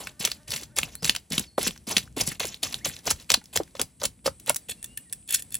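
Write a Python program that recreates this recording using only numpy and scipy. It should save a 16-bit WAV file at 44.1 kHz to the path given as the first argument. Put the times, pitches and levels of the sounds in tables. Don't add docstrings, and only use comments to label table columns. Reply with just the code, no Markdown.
import sys
import numpy as np
from scipy import signal
from scipy.fft import rfft, irfft
from scipy.io import wavfile
from scipy.ndimage import uniform_filter1d

SR = 44100
rng = np.random.default_rng(int(sys.argv[2]) if len(sys.argv) > 2 else 0)


def to_wav(sig):
    pcm = np.clip(np.atleast_2d(sig), -1, 1) * 32767
    pcm = np.round(pcm).astype(np.int16)
    wavfile.write(sys.argv[1], SR, pcm.T)


def volts_from_db(level):
    exponent = np.asarray(level, float) / 20
    return 10 ** exponent


N = 246519


def level(x, db):
    return x * volts_from_db(db) / np.sqrt(np.mean(x ** 2))


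def band(x, lo_hz, hi_hz, order=2):
    edges = [lo_hz, min(hi_hz, .45 * SR)]
    return signal.sosfilt(signal.butter(order, edges, "bandpass", fs=SR, output="sos"), x)


def colour(x, points):
    hz, db = np.transpose(points)
    log_f = np.log(np.fft.rfftfreq(N, 1 / SR) + 1)
    return irfft(rfft(x) * volts_from_db(np.interp(log_f, np.log(hz), db)), N)


def walk(rate):
    hold = int(SR / rate)
    steps = np.repeat(rng.standard_normal(N // hold + 1), hold)
    return 1.3 * uniform_filter1d(uniform_filter1d(steps, hold), hold)[:N]


def curves(tables, edge_s):
    t, out = np.arange(N) / SR, np.zeros((len(tables[0][0]), N))
    for table in tables:
        s, *columns = np.transpose(table)
        on = (t >= s[0]) & (t < s[-1])
        fade_in = (t[on] - s[0]) / edge_s[0]
        fade_out = (s[-1] - t[on]) / edge_s[1]
        out[0, on] = np.clip(np.minimum(fade_in, fade_out), 0, 1)
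        out[1:, on] = [np.interp(t[on], s, c) for c in columns]
    return out


def add(out, s, sound):
    i = int(s * SR)
    out[i:i + len(sound)] += sound[:N - i]


def squelch(knife):
    depth_db, time_s = -10.5, 0.11
    n = np.arange(N)
    last_loud = np.maximum.accumulate(n * (np.abs(knife) > volts_from_db(-42)))
    since_s = (n - last_loud) / SR
    return volts_from_db(uniform_filter1d(depth_db * (1 - np.exp(-(since_s / time_s) ** 2)), size=400))


# (frequency [Hz], density [dB per Hz])
RIVER_SPECTRUM = [(25, -46.5), (50, -5), (100, -8.5), (240, -12.5), (400, -25.5), (1300, -40.5),
                  (2200, -37), (6000, -39.5), (11000, -38.5), (15200, -42.5), (16000, -64)]
# (time [s], level [dB])
WATER_HISS = [(0, 5), (2.5, -1), (2.75, 7.5), (3.25, 4), (3.45, 1), (3.9, 2.5), (4.601, 5.5)]
# (time [s], level [dB])
INSECT_SWELL = [(0, -68.5), (2.199, -65.5), (4.2, -62), (4.4, -57), (5.59, -56)]


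def riverside(let_through):
    t = np.arange(N) / SR
    water = colour(rng.standard_normal(N), RIVER_SPECTRUM)
    rumble = band(water, 20, 450, order=1) * np.sqrt(let_through)
    rumble = rumble * volts_from_db(3 * walk(12) + 1.2 * walk(3))
    wash_db = 4 + 1.2 * walk(2.8) + np.interp(t, *np.transpose(WATER_HISS))
    wash = band(water, 490, 16500, order=1) * let_through * volts_from_db(wash_db)
    insects = level(band(rng.standard_normal(N), 7880, 9500, order=3), -1.4) * volts_from_db(1.2 * walk(27))
    return level(rumble + wash, -54.5) + insects * volts_from_db(np.interp(t, *np.transpose(INSECT_SWELL)))


# (time [s], pitch [Hz], level [dB])
BIRD_WHISTLES = [
    [(.952, 4000, -58), (.975, 4300, -52), (.992, 4600, -54), (1.005, 5050, -52), (1.03, 5150, -53)],
    [(1.41, 5400, -58), (1.455, 5250, -59), (1.475, 4450, -58), (1.5, 4330, -53), (1.52, 4380, -64),
     (1.545, 4400, -62), (1.575, 4420, -70)],
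    [(2.803, 1600, -53), (2.82, 2050, -54), (2.855, 2400, -52)],
    [(2.6, 5400, -64), (2.625, 5200, -62)],
    [(2.935, 1750, -66), (2.95, 1950, -62), (2.965, 2150, -58), (2.975, 1800, -64), (3.0, 1650, -58)],
    [(3.025, 3100, -66), (3.05, 3200, -63)],
    [(3.21, 2000, -66), (3.235, 1900, -66)],
    [(4.61, 4600, -68), (4.65, 4600, -70)],
    [(4.74, 3500, -72), (4.765, 3300, -72)],
    [(4.77, 2710, -70), (4.86, 2740, -59), (4.915, 2800, -55), (4.935, 2900, -62), (4.96, 2800, -66),
     (5.025, 2850, -68)],
    [(5.027, 2800, -61), (5.04, 2250, -63), (5.055, 1950, -67), (5.1, 1800, -73)],
]


def birds():
    on, hz, db = curves(BIRD_WHISTLES, (.01, .015))
    tremble = 1 + .004 * walk(90) + .008 * walk(400)
    phase = 2 * np.pi * np.cumsum(hz * tremble) / SR
    tone = np.sin(phase) * np.sqrt(2) * on * volts_from_db(db + 2.5 * walk(90))
    t = np.arange(6000) / SR
    trees = rng.standard_normal(len(t)) * np.exp(-np.log(1000) * t / .25)
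    return volts_from_db(-4) * tone + volts_from_db(-37) * signal.fftconvolve(tone, trees)[:N]


# (frequency [Hz], rms level [dB])
WING_HARMONICS = [(590, -70), (890, -83), (1175, -81), (1490, -77), (1790, -78)]
# (time [s], level [dB])
FLY_PASSAGE = [
    (0, 2),
    (.45, 3),
    (.75, 2.5),
    (1.1, -11.5),
    (1.9, -50),
]


def fly():
    t = np.arange(N) / SR
    clock = np.cumsum(1 + .008 * walk(10) + .032 * walk(200)) / SR
    hum = sum(volts_from_db(db + 4.5 * walk(30)) * np.sin(2 * np.pi * hz * clock) for hz, db in WING_HARMONICS)
    return np.sqrt(2) * hum * volts_from_db(np.interp(t, *np.transpose(FLY_PASSAGE)))


# (time [s], peak level [dB], pitch [Hz])
FLESH_THUDS = [(.2, -31.5, 201), (.274, -32.5, 459), (.49, -32, 146), (.62, -36.5, 336), (.784, -13, 1845),
               (.83, -30.5, 197), (1.024, -22.5, 198), (1.091, -29.5, 262), (1.162, -35, 840),
               (1.306, -25.5, 220), (1.325, -24.5, 230), (1.338, -27, 215), (1.396, -26.5, 260),
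               (1.377, -22.5, 233), (1.578, -9.5, 500), (1.666, -22, 266), (1.874, -26.5, 263),
               (1.964, -22, 240), (2.168, -19.5, 308), (2.275, -25, 193), (2.402, -24, 538),
               (2.444, -23, 419), (2.858, -26.5, 544), (3.072, -20, 528), (3.106, -18.5, 965),
               (3.3, -20.5, 606), (3.339, -17, 1016), (3.372, -31.5, 248), (3.557, -22, 516),
               (3.599, -16, 382), (3.815, -31, 360), (.876, -42, 810), (2.315, -31.5, 254),
               (2.832, -43, 300), (1.685, -26, 240), (2.196, -30, 300), (1.6, -28, 330), (1.045, -28, 200)]


def thuds():
    out, t = np.zeros(N), np.arange(4000) / SR
    for s, db, hz in FLESH_THUDS:
        noise = rng.standard_normal(len(t))
        sink = .75 + 1.9 * min(hz / 500, 1) ** 1.5 * np.exp(-t / .003)
        pitch = hz * sink * (1 + .8 * uniform_filter1d(noise, size=120))
        wave = np.sin(2 * np.pi * np.cumsum(pitch) / SR) + 2.8 * band(noise, hz / 2, hz * 1.8)
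        t60_s = 0.045 * (400 / hz) ** 0.4
        shape = (1 - np.exp(-t / .0012)) * np.exp(-np.log(1000) * t / t60_s)
        add(out, s + .002, volts_from_db(db) * wave * shape)
    return out


# (time [s], peak level [dB], lowest mode [Hz])
BONE_KNOCKS = [(2.63, -29, 644), (2.665, -36, 1170), (3.415, -47, 850), (3.75, -33.5, 550),
               (3.794, -24.5, 510), (4.018, -27, 557), (4.034, -23.5, 589), (4.049, -25, 556),
               (4.259, -18, 525), (4.275, -14, 540), (4.479, -26, 525), (4.494, -21, 917),
               (4.5, -16.5, 610), (4.69, -36.5, 444), (4.826, -49, 1804), (4.843, -43, 1780),
               (4.974, -38, 1776)]
# (multiple of the lowest [ratio], level [dB])
SKULL_MODES = [(1, 5), (1.7, -4.5), (2.3, -7), (3.6, -9)]


def knocks():
    t60_s, rise_s = 0.029, 0.0019
    out, t = np.zeros(N), np.arange(3000) / SR
    shape = (1 - np.exp(-(t / rise_s) ** 2)) * np.exp(-np.log(1000) * t / t60_s)
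    for s, db, hz in BONE_KNOCKS:
        noise = rng.standard_normal(len(t))
        modes = np.zeros(len(t))
        for k, (multiple, mode_db) in enumerate(SKULL_MODES):
            phase = 2 * np.pi * hz * multiple * t + 3 * noise[k + 8]
            modes += volts_from_db(mode_db + 2 * noise[k]) * np.sin(phase)
        push = band(noise, hz * 0.84, hz * 2.96)
        add(out, s, volts_from_db(db) * shape * (0.93 * modes + 1.77 * push))
    return out


# (landing [s], lifting [s], drag on landing [dB], drag on lifting [dB], flesh re rasp [dB])
KNIFE_STROKES = [(0, 0.133, -36.5, -55, -10), (0.193, 0.392, -33, -58, -19),
                 (0.474, 0.662, -48, -44.5, -17.5), (0.759, 0.97, -38, -55.5, -11.5),
                 (1.021, 1.224, -34, -73, -15), (1.3, 1.483, -44, -60, -14),
                 (1.576, 1.791, -28.5, -56.5, -14), (1.868, 2.09, -31, -49.5, -16.5),
                 (2.163, 2.385, -31.5, -50, -12.5), (2.396, 2.586, -25.5, -48, -16.5),
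                 (2.62, 2.817, -48.5, -60, -15), (2.844, 3.019, -34.5, -57, -13),
                 (3.03, 3.247, -56, -43.5, -13.5), (3.291, 3.406, -39, -65, -13.5),
                 (3.527, 3.644, -39.5, -68, -5), (3.75, 3.86, -39.5, -75, -11),
                 (3.997, 4.108, -49.5, -70, -8), (4.241, 4.312, -49.5, -65.5, -12),
                 (4.465, 4.619, -49.5, -75, -12), (4.684, 4.743, -44.5, -57, -18.5),
                 (5.284, 5.426, -38, -53.5, -28), (5.517, 5.571, -50.5, -34, -28)]
# (time [s], peak level [dB], build-up per 20 dB [ms], release per 20 dB [ms])
SCALE_CATCHES = [(0.254, -22, 30, 19), (.319, -40.5, 44, 21), (0.533, -25.5, 43, 47), (0.787, -28, 54, 15),
                 (.834, -32.5, 15, 15), (1.07, -31.5, 67, 58), (1.1, -29.5, 79, 25), (1.16, -46.5, 75, 45),
                 (1.331, -25.5, 29, 46), (1.385, -31.5, 36, 58), (1.674, -27.5, 104, 26),
                 (1.914, -25.5, 15, 13.6), (1.977, -20, 16, 19), (2.213, -19, 18, 14), (2.277, -26, 13, 33),
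                 (2.631, -20, 2.9, 45.5), (2.749, -33.5, 76, 24), (2.861, -26.5, 49, 28),
                 (2.991, -47.5, 33, 28), (3.073, -20, 14.3, 18.5), (3.113, -17.5, 24.5, 14.7),
                 (3.318, -20, 21, 22), (3.565, -32, 18, 40), (3.797, -22, 4.3, 33), (4.05, -28, 43, 20),
                 (4.265, -20, 12.8, 26.5), (4.501, -25, 50, 16.5), (4.721, -32, 65, 14),
                 (5.345, -27.5, 84, 25), (5.402, -40, 54, 15)]


def pressure():
    t = np.arange(N) / SR
    strokes = [[(a, d0, f), (b, d1, f)] for a, b, d0, d1, f in KNIFE_STROKES]
    on, drag_db, flesh_db = curves(strokes, (0.004, 0.03))
    gain = volts_from_db(drag_db)
    for s, db, build_ms, release_ms in SCALE_CATCHES:
        i = slice(max(int((s - .3) * SR), 0), int((s + .3) * SR))
        slope_ms = np.where(t[i] < s, build_ms, release_ms)
        gain[i] += volts_from_db(db - 20 * 1000 * np.abs(t[i] - s) / slope_ms)
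    return on * gain, on * gain * volts_from_db(flesh_db)


# (frequency [Hz], density [dB per Hz])
RASP_SPECTRUM = [(600, -8), (1100, 3), (2000, 12.5), (4400, 18.5), (7500, 18.5), (9000, 14), (11000, 9.5),
                 (14000, 12.5), (15800, -5.5), (16500, -49.5)]


def rasp(gain, push):
    slip_db = 1.1 * np.minimum(rng.exponential(size=N), 5)
    slips = (rng.random(N) < .25) * rng.standard_normal(N) * volts_from_db(slip_db)
    scales = level(colour(slips, RASP_SPECTRUM), -0.44)
    dull = band(scales, 630, 4400) * volts_from_db(3.28 * walk(200))
    bright = band(scales, 7100, 16500) * volts_from_db(3.73 * walk(200))
    middle = band(scales, 4730, 6860) * volts_from_db(-2 + 3.8 * walk(150))
    edge = gain * volts_from_db(2 * walk(60)) * (dull + middle + bright)
    flesh = level(band(slips, 210, 1150), -1.27) * volts_from_db(4 * walk(40.09)) * push
    sway = signal.lfilter([1 / 900], [1, 1 / 900 - 1], push)
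    rocking = level(band(rng.standard_normal(N), 36, 182), 0.2) * sway
    return edge, flesh + rocking


def small_scales(gain, count=200):
    when, size, pitch = rng.random((count, 3)).T
    when = .01 + when * (N / SR - .05)
    press_db = 20 * np.log10(gain[(when * SR).astype(int)] + 1e-6)
    db = press_db + 3 - 2 * np.log(size + 0.033)
    hz = 5600 * 2 ** (1.1 * (pitch - .5))
    return [(s, d, f, 0.66) for s, d, f in zip(when, db, hz) if d > -60]


# (time [s], peak level [dB], pitch [Hz], length [ms])
SCALE_SNAPS = [(.072, -21.5, 2250, 1.8), (.236, -23, 6800, 0.38), (.2512, -1.5, 6200, 0.55),
               (.2747, -17.5, 2670, 2.3), (.3169, -11, 4180, 1.66), (.5062, -14.5, 4630, 0.18),
               (.5623, -16, 5530, 1.2), (.7655, -19, 8860, 1.6), (.7869, -0.5, 8140, 0.13),
               (.8323, -8, 2670, 0.54), (.9537, -20, 9800, 0.67), (1.0458, -9.5, 5300, 1.7),
               (1.0533, -10.5, 4380, 0.49), (1.08, -14, 8500, 0.85), (1.0955, -1, 3310, .9),
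               (1.1509, -16.5, 2920, 1.5), (1.1627, -13, 4300, 1.5), (1.332, -14, 9200, 0.46),
               (1.3809, -3.5, 3500, 1.5), (1.3955, -12, 10100, 1.2), (1.63, -13, 8960, 1.3),
               (1.6736, -18, 3500, 0.45), (1.679, -11, 5130, 1.5), (1.709, -20.5, 3300, 0.73),
               (1.9675, 1, 3100, 0.67), (1.9707, 1.5, 4270, 0.35), (1.9816, -10.5, 3830, 1.2),
               (2.215, -12, 5660, 1.2), (2.276, -9, 8600, 0.41), (2.3176, -24, 1980, 7.3),
               (2.3982, -15.5, 9600, 1.3), (2.4034, -13.5, 3530, 1.5), (2.454, -16, 6470, 0.39),
               (2.5441, -18.5, 4020, 0.28), (2.631, -15, 7000, 0.47), (2.6343, -8, 4020, 0.31),
               (2.7433, -9, 4150, 0.22), (2.857, -9.5, 11200, 1.3), (2.9655, -24.5, 3880, 1.34),
               (3.0787, -17, 2120, 2.9), (3.1047, -8.5, 9000, 1.8), (3.1099, -7, 7200, 3.7),
               (3.3033, 0, 5330, 0.65), (3.3154, -22.5, 4430, 2.8), (3.3185, -3.5, 4580, 0.56),
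               (3.3412, -1.5, 4080, 1.9), (3.441, -35.5, 9470, 1.7), (3.4574, -37, 6060, 1.2),
               (3.5593, -10.5, 6840, 1.8), (3.5632, -7.5, 7500, 2.6), (3.5737, -4, 3960, 0.96),
               (3.753, -31, 4500, .74), (3.7964, -14.5, 3180, 0.61), (3.8154, -5, 8750, 1.2),
               (4.0389, -7, 6600, 0.2), (4.054, -8.5, 7870, 2.7),
               (4.2595, -15, 5600, 0.53), (4.3995, -32, 11150, 1.8), (4.4623, -23.5, 11100, 0.76),
               (4.477, -19, 8050, 0.67), (4.496, -0.5, 10100, 0.89), (4.5459, -18.5, 9200, 0.89),
               (4.561, -9.5, 9240, 0.34), (4.5648, -13.5, 9300, 1.7), (4.699, -19, 9600, 0.59),
               (4.8282, -25.5, 10030, 0.84), (4.8437, -19.5, 11800, 1.5), (4.8601, -32, 7500, 0.42),
               (4.975, -21, 9900, 1.45), (5.098, -38.5, 4460, 1.13), (5.1267, -16, 9100, 0.66),
               (5.1322, -22, 8700, 1.4), (5.2775, -31, 10900, 1.6), (5.308, -14, 11100, 3.1),
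               (5.325, -15, 11000, 1.4), (5.343, -12.5, 10500, 6.9), (5.3467, -8, 6000, 3),
               (5.4232, -22.5, 11900, 1.3), (5.5064, -34, 8700, .76), (5.524, -22.5, 12100, 1.4),
               (5.5439, -8, 11700, 0.18), (5.553, -10, 9500, 0.39), (5.5673, -29, 9000, 1.2),
               (.2095, -21.5, 4190, 2.3), (.4325, -46, 4570, .6), (0.4819, -29, 7270, 1),
               (0.519, -15.5, 4380, 2), (0.538, -19.5, 3500, 2.2), (.58, -30, 2500, 1),
               (.597, -33, 4500, 1), (.6138, -30, 4960, .8), (.634, -27.5, 5000, 2.6),
               (.658, -44, 4500, .7), (0.8155, -23, 4310, 1), (.895, -41, 3500, 1),
               (1.0306, -22, 4480, 1.1), (1.3218, -16.5, 4930, 1.2), (1.341, -23.5, 2500, 1),
               (1.667, -19.5, 1750, 1.2), (1.762, -37.5, 2210, 2), (1.777, -33, 5150, 1),
               (1.8414, -46.5, 10500, .6), (1.894, -21, 10200, 1.1), (2.077, -39, 1500, 1.1),
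               (2.1265, -46, 7860, .6), (2.2002, -15.5, 10730, 1.1), (2.432, -23, 2000, 2),
               (2.7262, -22, 4600, 2), (2.732, -25, 2500, .5), (2.898, -28, 2000, 0.91),
               (2.9255, -34, 3480, .8), (2.99, -33, 5690, 2), (3.3442, -1.5, 4130, 0.44),
               (3.056, -24.5, 7720, 0.91), (3.2, -33.5, 4300, 3), (3.2454, -41.5, 5270, 0.78),
               (3.415, -44, 2010, 1), (3.484, -53, 3800, 1), (3.634, -30.5, 6030, 1),
               (3.678, -43, 1820, 1.5), (3.71, -50, 6000, 0.87), (3.768, -37, 3500, 1.1),
               (4.0168, -22, 4200, 1.1), (4.0341, -13, 7520, 0.83), (4.192, -52.5, 2280, .8),
               (4.2647, -13, 4540, 1), (4.795, -51, 5000, 1.1), (4.687, -34, 2700, 1),
               (5.227, -53, 3000, 1), (5.291, -27.5, 3430, 2), (5.358, -14, 4760, 2)]


def snaps(gain):
    rows = SCALE_SNAPS + small_scales(gain)
    out, t = np.zeros(N), np.arange(-300, 1200) / SR
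    chance = rng.standard_normal((300, len(t)))
    for (s, db, hz, ms), noise in zip(rows, chance):
        crackle = noise * np.exp(np.where(t < 0, t / 0.59, -t / 1.43) / (ms / 1000))
        crack = np.sin(2 * np.pi * hz * t + 3 * noise[0]) * np.exp(-(t * hz / 1.42) ** 2)
        broad = band(crackle, 1700, 13000, order=1)
        ring = band(crackle, hz / 1.51, hz * 1.307, order=1)
        sound = volts_from_db(-3.5) * broad / np.abs(broad).max()
        sound = sound + volts_from_db(3) * ring / np.abs(ring).max() + volts_from_db(3) * crack
        add(out, s + t[0], sound * volts_from_db(db) / np.abs(sound).max())
    return out


# (frequency [Hz], width [Hz], level [dB])
BLADE_MODES = [(1860, 69, -5.5), (2670, 140, -7), (3500, 47, -3), (4380, 66, -8.5), (5420, 110, -9.5),
               (6990, 88, -3), (7810, 77, -6), (8480, 65, 2), (9300, 110, 0), (10610, 160, -0.5),
               (11800, 170, -1)]


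def blade(x):
    ring = np.zeros(N)
    for hz, w, db in BLADE_MODES:
        ring += volts_from_db(db) * band(x, hz - w - 30, hz + w + 30, order=1) * np.sqrt(500 / w)
    on_bone = np.arange(N) / SR > 4.65
    return np.where(on_bone, volts_from_db(-5) * band(x, 1900, 16500) + volts_from_db(-1) * ring, x)


# (frequency [Hz], lead of the left [rad])
CHANNEL_PHASE = [(20, 0), (2300, 0), (3100, .6), (5200, .45), (5900, -.55), (6700, 0), (7800, 0), (8100, 2.1),
                 (9000, 2), (10500, .1), (11200, -.1), (13500, -3.14), (15500, -6.2)]


def spread_stereo(x):
    hz, lead = np.transpose(CHANNEL_PHASE)
    turn = np.exp(.5j * np.interp(np.fft.rfftfreq(N, 1 / SR), hz, lead))
    return np.array([irfft(rfft(x) * turn, N), irfft(rfft(x) / turn, N)])


def scene():
    gain, push = pressure()
    edge, flesh = rasp(gain, push)
    scales = snaps(gain)
    knife = blade(edge + scales) + flesh + thuds() + knocks()
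    t = np.arange(8000) / SR
    scatter = rng.standard_normal(len(t)) * np.exp(-np.log(1000) * t / 0.12) * (t > .001)
    echo = signal.fftconvolve(band(knife, 630, 21000, order=1), scatter)[:N]
    near = knife + volts_from_db(-39.5) * echo + birds() + fly() + riverside(squelch(edge + scales))
    paths = rng.standard_normal(1500) * np.exp(-np.arange(1500) / 500)
    sides = volts_from_db(-34.5) * band(near, 130, 1300)
    sides = sides + volts_from_db(-38) * band(near, 2600, 16000, order=1)
    sides = sides + volts_from_db(-40.5) * band(near, 7000, 17000)
    aside = signal.fftconvolve(sides, paths)[:N]
    return spread_stereo(near) + aside * np.array([[1], [-1]])


def low_pass(x):
    return signal.sosfilt(signal.butter(12, 16810, fs=SR, output="sos"), x)


def record(dry):
    soft = band(np.tanh(.7 * dry) / .7, 30, 19000, order=4)
    dipped = soft - .7 * band(soft, 12800, 14000, order=1)
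    mix = signal.sosfilt(signal.ellip(8, .2, 60, 16000, fs=SR, output="sos"), dipped)
    return low_pass(mix)


dry = scene()
out = record(dry)
to_wav(out)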